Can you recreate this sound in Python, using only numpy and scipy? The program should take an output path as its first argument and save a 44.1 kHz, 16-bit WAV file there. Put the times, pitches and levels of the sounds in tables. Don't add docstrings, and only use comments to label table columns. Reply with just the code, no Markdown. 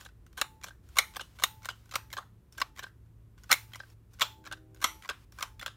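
import sys
import numpy as np
from scipy import signal
from scipy.fft import rfft, irfft, next_fast_len
from scipy.io import wavfile
from scipy.ndimage import uniform_filter1d

SR = 44100
rng = np.random.default_rng(int(sys.argv[2]) if len(sys.argv) > 2 else 0)


def transcribe(u):
    v = np.clip(np.atleast_2d(u).T, -1, 1)
    q = np.round(v * 32767).astype(np.int16)
    wavfile.write(sys.argv[1], SR, q)


def amplitude_ratio(level_db):
    exponent = np.asarray(level_db, float) / 20
    return 10 ** exponent


N = 254057


def level(x, db):
    return x * amplitude_ratio(db) / np.sqrt(np.mean(x ** 2))


def colour(x, points):
    hz, db = np.transpose(points)
    size = next_fast_len(x.shape[-1])
    f = np.fft.rfftfreq(size, 1 / SR) + 1
    gain = amplitude_ratio(np.interp(np.log(f), np.log(hz), db))
    return irfft(rfft(x, size) * gain, size)[:x.shape[-1]]


def curve(rows):
    return np.interp(np.arange(N) / SR, *np.transpose(rows))


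def fade(t, t60):
    return np.exp(-np.log(1000) * t / t60)


def add(out, s, x):
    i = int(s * SR)
    out[i:i + len(x)] += x[:N - i]


def walk(rate):
    k = int(SR / rate)
    held = np.repeat(rng.standard_normal(N // k + 1), k)
    return uniform_filter1d(uniform_filter1d(held, k), k)[:N]


def air():
    # frequency in Hz, density in dB per Hz.
    flow_colour = [(18, -37), (33, -8), (42, -3), (60, -2.5), (89, -5), (255, -19.5), (359, -20.5),
                   (732, -39), (1060, -35.5), (1660, -40.5), (4900, -50), (12300, -48.5), (15200, -47.5),
                   (16500, -72.5)]
    # frequency in Hz, width in Hz, level in dB.
    ducts = [(58, 9.6, -61), (110.2, 0.53, -63)]
    out = level(colour(rng.standard_normal(N), flow_colour), -59)
    for hz, width, db in ducts:
        resonance = signal.lfilter(*signal.iirpeak(hz, hz / width, SR), rng.standard_normal(N))
        out += level(resonance, db) * amplitude_ratio(2.9 * walk(0.65))
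    return out


def horn():
    # time in seconds, level in dB.
    blast = [
        (4.33, -87),
        (4.38, -60.5),
        (4.7, -61),
        (4.97, -62.5),
        (5.03, -91),
    ]
    # fundamental in Hz, level in dB, octave above in dB relative to the fundamental.
    pipes = [(316.5, 0, -14), (388.5, -6, -10), (510, -12, -15)]
    t = np.arange(N) / SR
    chord = np.zeros(N)
    for f, db, octave_db in pipes:
        tone = np.sin(2 * np.pi * f * t) + amplitude_ratio(octave_db) * np.sin(4 * np.pi * f * t)
        chord += amplitude_ratio(db + 1.7 * walk(12)) * tone
    sounding = (t > blast[0][0]) * (t < blast[-1][0])
    return amplitude_ratio(curve(blast)) * sounding * chord


def room(x):
    # frequency in Hz, t60 in seconds.
    decay = [(300, 0.15), (1000, 0.22), (3000, 0.23), (8000, 0.18), (15000, 0.4)]
    decay_hz, decay_s = np.transpose(decay)
    t = np.arange(SR // 2) / SR
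    tail = 0
    for hz in 250 * 2 ** np.arange(0, 6.1, .5):
        t60 = np.interp(np.log(hz), np.log(decay_hz), decay_s)
        band = signal.lfilter(*signal.iirpeak(hz, 2.8, SR), rng.standard_normal((2, len(t))))
        tail = tail + band * fade(t, t60)
    tail = tail * np.clip(t / 0.004, 0, 1)
    tail = amplitude_ratio(-13.5) * tail / np.sqrt(np.sum(tail ** 2) / 2)
    x = x * (.35 + 1.3 * walk(900))
    one, other = signal.fftconvolve(x[None], tail, axes=1)[:, :N]
    turn = 2 * np.pi * .6 * walk(120)
    return one * np.cos(turn) + other * np.sin(turn)


def spring():
    # struck at s, caught by the hand at s, level in dB.
    rings = [(.414, 0.674, -56), (.986, 1.15, -57.5), (1.437, 1.67, -54), (1.956, 2.134, -64),
             (2.617, 2.767, -64.5), (3.517, 3.74, -62.5), (4.215, 4.443, -53), (4.84, 5.022, -53.5),
             (5.426, 5.61, -64)]
    # frequency in Hz, level in dB, t60 in seconds.
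    modes = [
        (875.7, 0, 1.2),
        (837, -8, .7),
        (1989, -11, .4),
        (945, -10, .25),
    ]
    out = np.zeros(N)
    for start, stop, db in rings:
        t = np.arange(int((stop - start) * SR)) / SR
        ring = np.zeros(len(t))
        for hz, mode_db, t60 in modes:
            ring += amplitude_ratio(mode_db) * np.sin(2 * np.pi * (hz * t + rng.random())) * fade(t, t60)
        caught = np.clip((t[-1] - t) / 0.0041, 0, 1)
        add(out, start, amplitude_ratio(db) * ring * caught)
    return out


def hand():
    # start in seconds, end in seconds, level at start in dB, level at end in dB.
    moves = [(0., 0.095, -57, -74), (0.35, 0.742, -76.5, -90.5), (0.832, 0.984, -75.5, -62.5),
             (0.96, 1.373, -68.5, -69.5), (1.354, 1.748, -68, -70.5), (1.75, 2.094, -68, -77.5),
             (2.106, 2.23, -64, -76), (2.522, 2.698, -66.5, -71.5), (2.754, 2.889, -69, -67.5),
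             (3.375, 3.522, -71, -70), (3.526, 3.664, -50.5, -71), (3.676, 3.937, -70, -68.5),
             (4.107, 4.22, -76, -69), (4.198, 4.597, -67, -94.5), (4.74, 4.857, -80.5, -62.5),
             (4.839, 5.249, -71, -69.5), (5.32, 5.437, -73, -58.5), (5.44, 5.755, -79.5, -95)]
    t = np.arange(N) / SR
    gain = np.zeros(N)
    for a, b, start_db, end_db in moves:
        moving = np.clip(np.minimum(t - a, b - t) / 0.0072 + .5, 0, 1)
        gain += amplitude_ratio(np.interp(t, (a, b), (start_db, end_db))) * moving
    return gain


def scrape():
    # start in seconds, end in seconds,
    # level in dB.
    skids = [(0.05, 0.07, -50), (0.37, 0.411, -49.5), (0.665, 0.697, -51.5), (1.204, 1.22, -38.5),
             (1.389, 1.467, -52.5), (1.699, 1.716, -44.5), (2.174, 2.191, -43.5), (2.825, 2.844, -47.5),
             (3.792, 3.806, -57), (2.574, 2.58, -54), (4.522, 4.535, -47), (5.092, 5.111, -42),
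             (5.673, 5.683, -41)]
    # frequency in Hz, density in dB per Hz.
    skid_colour = [(240, -57.5), (400, -5.5), (1580, -13.5), (2510, -15.5), (3020, -4.5), (4310, -8),
                   (4950, -21.5), (6340, -13), (12900, -24), (16000, -39)]
    # frequency in Hz, density in dB per Hz.
    creep_colour = [(300, -9.5), (1000, 5), (2000, 1.5), (5000, -0.5), (9000, -6.5), (11000, -5),
                    (12200, -7), (14000, -5), (16000, -11)]
    t = np.arange(N) / SR
    grit = rng.standard_normal(N) * amplitude_ratio(6 * walk(300))
    skidding = sum(amplitude_ratio(db) * np.clip(np.minimum(t - a, b - t) / 0.0024, 0, 1) for a, b, db in skids)
    creep = level(colour(rng.standard_normal(N), creep_colour), 0) * hand() * amplitude_ratio(1.8 * walk(6.7))
    return level(colour(grit, skid_colour), 0) * skidding + creep


def contacts():
    # time in seconds, peak in dB, sharp edge in dB.
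    ticks = [(0.009, -41, -4), (.022, -53, -12), (0.088, -51, -51), (0.2642, -51, 1), (0.3197, -73, -5),
             (0.3284, -52, -2), (0.8884, -53.5, 2.5), (1.3867, -40.5, -7), (1.63, -48.5, 1),
             (1.857, -57, 2), (1.892, -50.5, -1.5), (2.524, -55.5, 8), (2.55, -53.5, -19),
             (3.06, -67.5, -4), (3.3782, -52.5, -6.5), (3.3844, -54, -5), (3.435, -55, 8.5),
             (3.9002, -56, 2), (4.134, -56, 5), (4.1387, -57, 4), (4.147, -58.5, -9.5),
             (4.1873, -47.5, -10.5), (4.746, -54, 5), (4.761, -52, -9), (4.771, -53.5, -3.5),
             (4.803, -50, -2), (5.3214, -49, 1.5), (5.377, -50, -10), (3.7183, -49.5, -13),
             (4.573, -51.5, -35)]
    # time in seconds, peak in dB, strongest ring in Hz.
    take_ups = [(0.613, -46, 1300), (0.627, -46.5, 2110), (1.137, -44, 1300), (1.1468, -39, 1670),
                (1.62, -49, 1260), (1.6334, -49, 2190), (1.639, -49, 1170), (2.102, -44, 3310),
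                (2.1157, -48, 2110), (2.7616, -45, 1900), (2.772, -45, 1300), (2.7745, -43, 1990),
                (3.7339, -34.5, 3280), (3.746, -40, 2010), (4.44, -49, 1500), (4.451, -43.5, 1630),
                (4.4563, -40.5, 1550), (5.0223, -40.5, 3090), (5.034, -47.5, 2140), (5.0384, -45, 1850),
                (5.5947, -33.5, 3480), (5.612, -36, 1820)]
    # time in seconds, peak in dB, strongest ring in Hz, edge in dB.
    bites = [(0.049, -58, 3230, 12.5), (0.635, -35, 4070, -2), (0.6408, -28.5, 1760, -1),
             (1.158, -32, 3200, -10), (1.1657, -28, 920, -2), (1.208, -31.5, 2920, -19),
             (1.6464, -35.5, 4250, -5), (1.655, -28, 1770, -2.5), (1.701, -35, 2980, -20),
             (2.128, -30.5, 4150, -1), (2.134, -31.5, 1720, -3.5), (2.7835, -39, 1680, -2),
             (2.7917, -29.5, 1740, -5), (2.7982, -43, 1730, -8), (3.7551, -35, 1043, -7),
             (3.7574, -44.5, 1370, 7.5), (4.4644, -37, 1350, -17), (4.4726, -39, 1670, -3.5),
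             (5.0472, -39, 2000, -9), (5.056, -40, 1075, -7), (5.6216, -33.5, 2020, -22),
             (5.627, -30.5, 1390, -8.5)]
    # time in seconds, peak in dB, sharp edge in dB.
    stops = [(0.0607, -48, -7), (0.6626, -62, 14), (0.6677, -62, 1), (0.6832, -47.5, 0),
             (0.7057, -50.5, -29), (1.1949, -31.5, -14), (1.6876, -23.5, -10), (2.1678, -31, -13),
             (2.2251, -66.5, -24), (2.8252, -47, -10.5), (2.833, -59, -7), (2.8399, -38, -22),
             (2.8646, -48.5, -33), (3.8012, -34.5, -25), (3.833, -54, -24), (4.5132, -33, -11),
             (4.525, -35, -6), (4.5317, -35.5, -21), (5.078, -66, 18), (5.0903, -21.5, -11),
             (5.1073, -33.5, -30.5), (5.6611, -22.5, -6), (5.6781, -37.5, -19)]
    # time in seconds,
    # peak in dB.
    rebounds = [(3.5, -35), (5.1, -42), (2.1811, -38), (.4395, -51), (5.1445, -64.5)]
    # time in seconds, peak in dB, strongest ring in Hz,
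    # chatter in ms.
    slips = [(0.3748, -32.5, 1480, 7.9), (0.398, -37.5, 1630, 2.1), (0.956, -40.5, 1330, 5.1),
             (0.9677, -24.5, 1136, 2.8), (0.9746, -25.5, 1320, 1.9), (1.3973, -38.5, 1500, 1.3),
             (1.409, -54.5, 2510, 11), (1.422, -31.5, 1270, 1.2), (1.9109, -37.5, 4336, 5.4),
             (1.9222, -37, 1073, 0.45), (1.9366, -36, 1350, 5), (1.948, -41.5, 1837, 5.8),
             (2.579, -34.5, 1566, 5.6), (2.5998, -31, 1345, 5), (3.4392, -49.5, 1584, 2.6),
             (3.493, -39, 1536, 0.37), (3.495, -36, 1360, 0.8), (3.5028, -34.5, 3090, 4.4),
             (4.1954, -34, 1270, 4.2), (4.2253, -24, 1104, 1), (4.8148, -33.5, 1590, 24),
             (4.8256, -28, 1300, 0.67), (5.386, -36.5, 1530, 1.6), (5.396, -40, 1410, 0.67),
             (5.4068, -32, 1225, 2.3)]
    # time in seconds, peak in dB, strongest ring in Hz, edge in dB,
    # chatter in ms.
    snaps = [(0.4134, -11.5, 1637, -6, 2.63), (0.9848, -10, 1995, -2, 4.67), (1.4363, -8, 3670, -4, 1.57),
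             (1.9549, -14.5, 1240, -6, 2.08), (2.6153, -15.5, 1140, -10.5, 2.6),
             (3.51, -15, 4160, -12.5, 1.76), (3.5148, -11, 1927, 2.6, 1.74), (3.5264, -10, 2100, -0.5, 1.4),
             (4.2086, -17.5, 3730, -7.5, 2.7), (4.2172, -10.5, 1282, -6, 0.6),
             (4.8407, -12, 1190, -3.5, 3.9), (5.4255, -19, 1300, -4.5, 1.8)]
    # time in seconds, peak in dB, strongest ring in Hz, edge in dB.
    jumps = [(0.9965, -24.5, 3400, -9.5), (1.429, -40, 2170, 2), (1.4419, -24.5, 6800, -1),
             (1.9393, -32.5, 1300, -6.5), (3.5186, -16.5, 1500, -5), (3.5231, -20.5, 1300, -3),
             (3.5383, -21.5, 2200, -3), (4.2235, -25, 6740, -3.5), (4.2336, -31, 1100, -15),
             (5.4213, -35, 2220, -7.5), (5.4337, -31.5, 1300, -9.5)]
    rows = [(s, db, -4, edge, 1500, 0.98) for s, db, edge in ticks]
    rows += [(s, db, -5, -6.5, hz, 1.36) for s, db, hz in take_ups]
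    rows += [(s, db, -0.5, edge, hz, 1) for s, db, hz, edge in bites]
    rows += [(s, db, 4 + 0.39 * (-40.5 - db), edge, 1571, 0.71) for s, db, edge in stops]
    rows += [(s, db, 11, -14, 1300, 4) for s, db in rebounds]
    rows += [(s, db, -1.4, -4, hz, ms) for s, db, hz, ms in slips]
    rows += [(s, db, -5, edge, hz, ms) for s, db, hz, edge, ms in snaps]
    rows += [(s, db, 0, edge, hz, 0.91) for s, db, hz, edge in jumps]
    return [(s, db, body - 4.5 * max(np.log2(hz / 1500), 0), edge, hz, ms)
            for s, db, body, edge, hz, ms in rows]


def housing_rings(t, ring_hz, edge_db):
    # frequency in Hz, level in dB.
    housing = [(600, -18), (830, -28), (1130, -7.5), (1270, 25.5), (1550, 16), (1680, -17), (1980, -3),
               (2250, 16), (2600, -2), (3150, 4), (3600, 6), (4050, -13.5), (4300, -0.5), (4700, -11.5),
               (5650, -12.5), (6200, -1), (6900, 14.5), (7400, -6), (8800, 15), (9600, -22.5), (11500, -11),
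               (12600, -3), (14000, -31)]
    hz, mode_db = np.transpose(housing)
    t60 = np.minimum(16 / hz + .003, .013)
    level_chance, pitch_chance = rng.standard_normal((2, len(hz)))
    near_db = 4 * np.exp(-(np.log(hz / ring_hz) / 0.014) ** 2)
    gain = amplitude_ratio(mode_db + near_db + 2 * level_chance)
    modes = np.sin(2 * np.pi * np.outer(hz * (1 + 0.03 * pitch_chance), t)) * fade(t, t60[:, None])
    hollow = amplitude_ratio(-19.5 - edge_db) * np.sin(2 * np.pi * ring_hz * t) * fade(t, 0.036)
    return gain @ modes + gain.max() * hollow


def blow(t, edge_db, ring_hz, chatter_ms):
    # frequency in Hz, level in dB.
    crack_colour = [(200, -3), (600, -3.5), (1000, -0.5), (2700, -4), (4000, -2), (8000, -11),
                    (10500, -5.5), (12500, -10), (16000, -34.5)]
    strike = int(.0005 * SR)
    crack, grit, unevenness = rng.standard_normal((3, len(t)))
    push = (1 - np.exp(-t / .0006)) * np.exp(-(1000 * t / chatter_ms / 1.6) ** 1.5)
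    chatter = grit * (1 + np.abs(unevenness)) * push
    chatter[strike] += amplitude_ratio(12.5)
    hit = signal.fftconvolve(housing_rings(t, ring_hz, edge_db), chatter)[:len(t)]
    hit = hit / np.abs(hit).max()
    hit += amplitude_ratio(6 + 0.5 * min(edge_db - 0.5, 0)) * colour(crack, crack_colour) * push / 2
    hit[strike] += amplitude_ratio(4)
    hit += amplitude_ratio(-7) * grit * np.abs(unevenness) * fade(t, 0.028) * np.minimum(t / 0.0091, 1)
    return hit


def clicks():
    # lower band edge in Hz, level in dB; the last row closes the top band.
    shell = [(250, -4.5), (520, 3), (720, -5.5), (980, 1), (1400, -0.5), (1800, -1.5), (2500, -4.5),
             (3050, -6.5), (3500, -4), (4400, -7.5), (5200, 1), (6400, 0), (7800, -1), (10500, -1.5),
             (14700, 0)]
    # time in seconds, frequency in Hz, level in dB.
    overtones = [(0.4135, 3860, 2.5), (0.9849, 3900, 6), (1.1652, 4920, 8.5), (1.1954, 3125, 3),
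                 (1.4364, 1300, 5.5), (1.6865, 1294, 1.5), (1.9545, 2520, 2.5), (2.1684, 3260, 3.5),
                 (2.6163, 1500, 2), (3.51, 5330, 2), (3.5147, 1400, 11), (3.5271, 3850, 7),
                 (4.2091, 1200, 0.5), (4.2172, 3270, 3), (4.5136, 3200, 1), (4.8414, 3540, 3.5),
                 (5.0893, 3160, 4.5), (5.4251, 3140, 3.5), (5.6613, 3280, 6)]
    out, t = np.zeros(N), np.arange(2048) / SR
    edge_hz, shell_db = np.transpose(shell)
    centre = np.sqrt(edge_hz[1:] * edge_hz[:-1])
    bands = [signal.butter(2, e, "bandpass", fs=SR, output="sos") for e in zip(edge_hz, edge_hz[1:])]
    region = np.searchsorted((730, 1800, 5000), centre)

    def favour(hz):
        return np.exp(-(np.log2(centre / hz) / .2) ** 2)

    for s, db, body_db, edge_db, ring_hz, chatter_ms in contacts():
        hit = blow(t, edge_db, ring_hz, chatter_ms)
        region_db = np.array((body_db - 14.5, body_db, 0, edge_db))
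        parts_db = region_db[region] + shell_db[:-1] + 5 * favour(ring_hz)
        for at, hz, over_db in overtones:
            if abs(at - s) < .003:
                parts_db += over_db * favour(hz)
        for band, part_db in zip(bands, parts_db):
            part = signal.sosfilt(band, hit)
            add(out, s, part * amplitude_ratio(db + part_db) / np.abs(part).max())
    return out


def scene():
    clamp = clicks() + scrape()
    return (air() + horn() + room(clamp) + spring() + clamp)[None]


def band_limit(x):
    return signal.sosfilt(signal.butter(12, 16970, fs=SR, output="sos"), x)


def record(dry):
    top = signal.ellip(8, .2, 32, 15900, fs=SR, output="sos")
    bottom = signal.butter(5, 35, "highpass", fs=SR, output="sos")
    mix = signal.sosfilt(np.vstack([top, bottom]), dry)
    return band_limit(mix)


dry = scene()
out = record(dry)
transcribe(out)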